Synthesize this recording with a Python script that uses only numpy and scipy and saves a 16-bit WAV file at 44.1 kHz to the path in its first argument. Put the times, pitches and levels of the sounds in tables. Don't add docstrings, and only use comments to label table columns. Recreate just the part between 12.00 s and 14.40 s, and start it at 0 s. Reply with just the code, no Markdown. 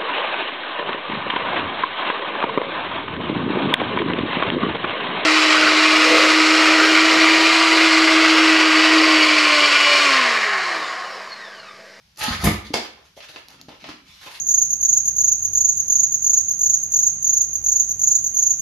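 import sys
import numpy as np
from scipy import signal
from scipy.fft import rfft, irfft
from scipy.io import wavfile
from scipy.ndimage import uniform_filter1d

SR = 44100
rng = np.random.default_rng(int(sys.argv[2]) if len(sys.argv) > 2 else 0)


def wrap_up_sound(samples):
    columns = np.atleast_2d(samples).T
    tamed = np.clip(columns, -1, 1)
    steps = np.round(tamed * 32767).astype(np.int16)
    wavfile.write(sys.argv[1], SR, steps)


N = 105840

# (frequency [Hz], level [dB])
QUIET_SPECTRUM = [(20, 4), (58, 2.5), (100, -6), (160, -3.5), (310, -23), (1000, -21), (2600, -18.5),
                  (5500, -17), (8000, -33), (12500, -27.5), (14000, -57)]
# (frequency [Hz], t60 [s])
HALL_DECAY = [(60, 0.41), (200, 0.49), (500, 0.43), (1200, 0.44), (3000, 0.45), (7000, 0.36), (13000, 0.27)]
# (frequency [Hz], level [dB])
HALL_LEVEL = [(50, -19), (150, -20), (300, -3.5), (600, -2.5), (1200, 1), (5000, 1), (12000, 1.5)]
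# (time [s], length [s], level [dB])
SHOVES = [(1.478, 0.29, -57), (1.813, 0.15, -49), (1.972, 0.135, -61.5)]
# (frequency [Hz], level [dB])
SHOVE_SPECTRUM = [(80, -16), (150, -5), (210, -2), (310, -6), (450, -24), (1200, -40), (14000, -72)]
# (time [s], level [dB])
TICKS = [(.1605, -46), (.1745, -31), (1.485, -32), (1.505, -39.5), (1.614, -32)]
# (frequency [Hz], level [dB])
TICK_SPECTRUM = [(200, -26), (1500, -12), (3000, -11), (4500, -3.5), (6500, -5), (8300, -26), (11500, -12),
                 (14000, -19)]
# (time [s], level [dB], contact [s])
LANDINGS = [(.305, -12, 0.0075), (0.348, -22, 0.0073), (.392, -19.5, 0.0072), (.434, -11.5, 0.0045),
            (.4512, -7.5, 0.0022), (0.47, -9, 0.0027), (0.506, -26, 0.0016), (0.525, -30, 0.007),
            (2.093, -44.5, 0.0057)]
# (frequency [Hz], level [dB], t60 [s])
FLOOR_MODES = [(62.5, -22.5, 0.7), (71, -23, 0.68), (90.8, -13.5, 0.37), (108, -16, 0.29),
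               (158.9, -8.5, 0.31), (206.6, 0, 0.16), (331, -8, 0.16), (463, -11, 0.25), (590, -9.5, 0.14),
               (711, -6, 0.17), (860, -11, 0.21)]
# (time [s], pitch [Hz], width [Hz], level [dB])
RASP_PATH = [(.18, 880, 110, -52.5), (.248, 850, 150, -30.5), (.275, 910, 249, -45),
             (0.322, 1420, 500, -33.5), (0.355, 2340, 1500, -34), (.368, 2500, 1500, -57)]
# (time [s], level [dB])
PULL_LEVEL = [(.168, -54), (.175, -48), (.184, -48), (.19, -38), (.205, -40), (.216, -25), (.25, -29),
              (.28, -28), (.312, -34), (.355, -33), (.366, -51.5), (.43, -33), (.45, -35)]
# (time [s], gain [dB])
PULL_TREBLE = [(.17, -0.5), (.19, 12.5), (.22, -9), (.24, 8.5), (.27, -28), (.3, -7.5), (.43, -1.5)]
# (frequency [Hz], level [dB])
SCRAPE_SPECTRUM = [(100, 4.5), (300, -5), (700, 1), (1300, 1.5), (2000, 1.5), (4300, 1.5), (6800, -5),
                   (8200, -18), (10000, -8), (12500, -11), (14000, -32.5)]
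# (frequency [Hz], level [dB], t60 [s])
PAPER_MODES = [(858, -23.5, 0.056), (1285, -21, 0.075)]
# (time [s], level [dB])
RATTLES = [(.471, -23), (.511, -29.5), (.546, -35)]
# (time [s], level [dB], t60 [s], body [dB], fizz [dB])
SLAPS = [(.439, -23.5, 0.13, 13, 19.5), (.453, -25.5, .12, 10, 12.5), (.467, -21.5, 0.088, 14.5, -12),
         (.482, -32, 0.19, 7.5, -7), (0.734, -24, .12, -5, -3), (0.7396, -14.5, 0.029, -0.5, -4),
         (.743, -24.5, .13, 3, -2), (.764, -27, 0.12, 7.5, -17)]
# (frequency [Hz], level [dB])
SLAP_SPECTRUM = [(60, -35.5), (200, 7), (430, -4), (750, -1), (1050, -7), (2300, -2.5), (4800, -6),
                 (6500, -9), (8200, -20), (9500, -20.5), (12400, -21), (14000, -39)]
# (time [s], length [s], level [dB], body [dB], fizz [dB])
STROKES = [(0.513, 0.038, -44.5, 12, 4), (0.643, 0.029, -42, -23, 5), (0.811, 0.047, -44, 3.5, 4),
           (0.962, 0.067, -64, 17.5, -12), (1.041, 0.028, -57, -11, 10), (1.162, 0.024, -47, -28, 10.5),
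           (1.221, 0.029, -42.5, -13, 1), (1.284, 0.017, -45, -2.5, 11.5), (1.329, 0.063, -49.5, 3.5, 8),
           (1.476, 0.065, -52.5, -3, 8.5), (1.583, 0.019, -54.5, -2, -5), (1.695, 0.055, -55.5, 14, 2),
           (1.792, 0.069, -49.5, -12, 1), (1.855, 0.058, -46, 2, 1), (2.046, 0.17, -49.5, -27.5, 5),
           (2.204, 0.074, -45, -4.5, 11.5), (2.258, 0.017, -43.5, 8.5, -19),
           (2.292, 0.078, -45.5, -9, 13.5), (2.342, .014, -39, -26, -1)]
# (frequency [Hz], level [dB])
RUSTLE_SPECTRUM = [(80, -7), (230, -8.5), (450, -2), (800, 0.5), (1400, -2.5), (2500, -1.5), (4000, -3.5),
                   (6300, -10.5), (8200, -29.5), (10000, -25), (12500, -26.5), (14000, -54)]
# (time [s], level [dB], body [dB], fizz [dB])
CREASES = [(1.2045, -34.5, -9.5, -14), (1.3604, -33, 5.5, -8), (1.6846, -43, 6, 0), (1.691, -42, 7.5, 4),
           (1.8417, -32.5, 1, -14), (1.889, -35.5, 2, 2.5), (1.897, -37, 1, 1), (2.263, -39, 9, -8)]
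# (time [s], level [dB], pitch [Hz], t60 [s])
POPS = [(0.2824, -20.5, 228, 0.098), (0.7051, -23, 285, 0.051), (.7405, -10.5, 480, 0.014),
        (1.168, -39.5, 480, 0.022), (1.1755, -34, 616, 0.022), (1.298, -45, 547, 0.023),
        (1.684, -36, 256, 0.039), (1.685, -32.5, 670, 0.013), (1.891, -26.5, 292, 0.033)]

BODY_HZ, FIZZ_HZ = 890, 7400
SAME_BELOW_HZ, SPREAD = 465, 0.46
QUIET_DB = -58.5
ECHO_DELAY_S = .002
LEAN_DB = 0.63
TICK_T60_S, CREASE_T60_S = 0.0066, .045
RATTLE_HZ, RATTLE_T60_S = 1204, 0.069
JERK_DB, JERK_S = 1.5, 0.0056
PATCH_DB, PATCH_HZ, PATCH_S = 2.5, 120, 0.023
SLAP_RISE_SHARE = 0.024
RISE_SHARE, RELEASE_S = 0.19, 0.016
FLUTTER_DB, FLUTTER_T60_S, FLUTTER_OCTAVES = -18, 0.082, .6
LOW_CUT_HZ, EDGE_HZ = 58, 13950


def amp(db):
    return 10 ** (np.asarray(db) / 20)


def read(points, hz):
    f, value = np.transpose(points)
    return np.interp(np.log(hz + 1), np.log(f + 1), value)


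def seconds(length):
    return np.arange(int(length * SR)) / SR


def add(mix, s, sound):
    part = mix[:, round(s * SR):][:, :sound.shape[-1]]
    part += sound[..., :part.shape[1]]


def high_pass(hz, order=2):
    return signal.butter(order, hz, "high", fs=SR, output="sos")


def colour(x, points, body_db=0, fizz_db=0, size=2048):
    hz = abs(np.fft.fftfreq(size, 1 / SR))
    gain = amp(read(points, hz))
    body = body_db / (1 + (hz / BODY_HZ) ** 2)
    fizz = fizz_db * (1 - 1 / (1 + (hz / FIZZ_HZ) ** 6))
    log_gain = np.log(gain * amp(body + fizz) / np.sqrt(np.mean(gain ** 2)))
    taps = np.fft.ifft(np.exp(np.conj(signal.hilbert(log_gain)))).real
    return signal.fftconvolve(x, taps[None], axes=1)


def ring(modes):
    t = seconds(2)
    return sum(amp(db - 60 * t / t60) * np.sin(2 * np.pi * hz * t) for hz, db, t60 in modes)


def crackle(t, rate, spread_db, hiss):
    size = amp(spread_db * np.minimum(rng.exponential(1, len(t)), 3))
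    size = size * (rng.random(len(t)) < rate / SR)
    slip_power = size ** 2 / (np.mean(size ** 2) + 1e-9)
    size = np.sqrt((slip_power + hiss ** 2) / (1 + hiss ** 2))
    mid, side = rng.standard_normal((2, len(t))) * size
    side = signal.sosfilt(high_pass(SAME_BELOW_HZ), side)
    return np.array([mid + SPREAD * side, mid - SPREAD * side])


def quiet():
    mid, side = colour(rng.standard_normal((2, N + SR)), QUIET_SPECTRUM)
    side = 0.85 * signal.sosfilt(high_pass(SAME_BELOW_HZ), side)
    return amp(QUIET_DB) * np.array([mid + side, mid - side])[:, SR:SR + N]


def hall(x):
    hz, t, z = signal.stft(rng.standard_normal((3, SR)), SR, nperseg=512)
    t60 = read(HALL_DECAY, hz)[:, None]
    same = 1 / (1 + (hz[:, None] / SAME_BELOW_HZ) ** 6)
    z = np.sqrt(same) * z[2] + np.sqrt(1 - same) * z[:2]
    decay = amp(read(HALL_LEVEL, hz)[:, None] - 60 * t / t60)
    z = z * decay * np.sqrt(2 * np.log(1000) / (t60 * SR))
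    reflections = signal.istft(z, SR, nperseg=512)[1]
    out = np.zeros((2, N))
    add(out, ECHO_DELAY_S, signal.fftconvolve(x, reflections, axes=1))
    return out


def nudges():
    out, t = np.zeros((2, N)), seconds(.5)
    for s, length, db in SHOVES:
        shape = np.sin(np.pi * np.minimum(t / length, 1)) ** .5 * amp(db)
        add(out, s, colour(rng.standard_normal((1, len(t))) * shape, SHOVE_SPECTRUM))
    return out


def snaps_and_claws():
    out, t = np.zeros((2, N)), seconds(.02)
    for s, db in TICKS:
        tick = rng.standard_normal((1, len(t))) * amp(db - 60 * t / TICK_T60_S)
        add(out, s, colour(tick, TICK_SPECTRUM))
    return out


def landing():
    out, boards, t = np.zeros((2, N)), ring(FLOOR_MODES), seconds(.03)
    for s, db, contact in LANDINGS:
        push = t / contact * np.exp(-4 * t / contact)
        add(out, s, amp(db) * signal.fftconvolve(boards, push / push.sum()))
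    return out


def rasp():
    at, pitch, width, db = np.transpose(RASP_PATH)
    slips = crackle(seconds(.5), rate=4400, spread_db=2, hiss=1)
    hz, t, z = signal.stft(slips, SR, nperseg=1024, noverlap=768)
    offset = hz[:, None] - np.interp(t, at, pitch)
    peak = 1 / (1 + (2 * offset / np.interp(t, at, width)) ** 2)
    level = amp(np.interp(t, at, db, left=-120, right=-120))
    z = z * peak / np.sqrt(np.mean(peak ** 2, axis=0)) * level
    out = np.zeros((2, N))
    add(out, 0, signal.istft(z, SR, nperseg=1024, noverlap=768)[1])
    return out


def uneven(x):
    hz, t, z = signal.stft(x, SR, nperseg=1024, noverlap=768)
    steps = np.arange(-12, 13)
    time_blur = np.exp(-.5 * (steps * t[1] / PATCH_S) ** 2)
    pitch_blur = np.exp(-.5 * (steps * hz[1] / PATCH_HZ) ** 2)
    blur = np.outer(time_blur, pitch_blur)
    patches = signal.fftconvolve(rng.standard_normal((len(t), len(hz))), blur, "same").T
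    gain = amp(PATCH_DB * patches / patches.std())
    z = z * gain / np.sqrt(np.mean(gain ** 2))
    return signal.istft(z, SR, nperseg=1024, noverlap=768)[1][:, :N]


def scrape():
    t = seconds(.5)
    jerks = uniform_filter1d(rng.standard_normal(len(t)), max(int(JERK_S * SR), 2))
    level_db = np.interp(t, *np.transpose(PULL_LEVEL), left=-120, right=-120)
    level_db = level_db + JERK_DB * jerks / jerks.std()
    slips = crackle(t, rate=3500, spread_db=1.8, hiss=1.0) * amp(level_db)
    treble = signal.sosfiltfilt(high_pass(FIZZ_HZ), slips)
    slips = slips + treble * (amp(np.interp(t, *np.transpose(PULL_TREBLE))) - 1)
    out = np.zeros((2, N))
    add(out, 0, colour(slips, SCRAPE_SPECTRUM))
    add(out, 0, amp(-10.5) * signal.fftconvolve(slips, ring(PAPER_MODES)[None], axes=1))
    for s, db in RATTLES:
        add(out, s, ring([(RATTLE_HZ, db, RATTLE_T60_S)]))
    return out


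def pop(db, hz, t60):
    t = seconds(0.36)
    octaves = np.log2((np.fft.rfftfreq(len(t), 1 / SR) + 1) / hz)
    band = np.exp(-.5 * (octaves / FLUTTER_OCTAVES) ** 2)
    flutter = irfft(rfft(rng.standard_normal(len(t))) * band, len(t))
    shudder = flutter / flutter.std() * amp(db + FLUTTER_DB - 60 * t / FLUTTER_T60_S)
    return ring([(hz, db, t60)])[:len(t)] + shudder


def envelope():
    out, t = np.zeros((2, N)), seconds(.5)
    for s, db, t60, body_db, fizz_db in SLAPS:
        shape = np.minimum(t / (SLAP_RISE_SHARE * t60), 1) * amp(db - 60 * t / t60)
        slap = crackle(t, rate=4000, spread_db=3.5, hiss=1.0) * shape
        add(out, s, colour(slap, SLAP_SPECTRUM, body_db, fizz_db))
    for s, length, db, body_db, fizz_db in STROKES:
        swell = np.minimum(t / (RISE_SHARE * length), 1)
        release = np.exp(-np.maximum(t - length, 0) / RELEASE_S)
        stroke = crackle(t, rate=2000, spread_db=3.0, hiss=1.15) * swell * release * amp(db)
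        add(out, s, colour(stroke, RUSTLE_SPECTRUM, body_db, fizz_db))
    out = uneven(out)
    for s, db, body_db, fizz_db in CREASES:
        snap = crackle(t, rate=4600, spread_db=3.5, hiss=1.5) * amp(db - 60 * t / CREASE_T60_S)
        add(out, s, colour(snap, RUSTLE_SPECTRUM, body_db, fizz_db))
    for s, db, hz, t60 in POPS:
        add(out, s, pop(db, hz, t60))
    return out


def scene():
    sources = uneven(scrape()) + rasp() + landing() + envelope() + nudges()
    ticks = snaps_and_claws()
    reflected = hall(sources + amp(-6.5) * ticks)
    lean = amp(LEAN_DB * np.array([[-1], [1]]))
    return sources + ticks + reflected * lean + quiet()


def record(dry):
    thin = signal.sosfilt(high_pass(LOW_CUT_HZ, order=3), dry)
    band_limit = signal.firwin(255, EDGE_HZ, window=("kaiser", 9), fs=SR)
    return signal.oaconvolve(thin, band_limit[None], "same")


dry = scene()
out = record(dry)
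wrap_up_sound(out)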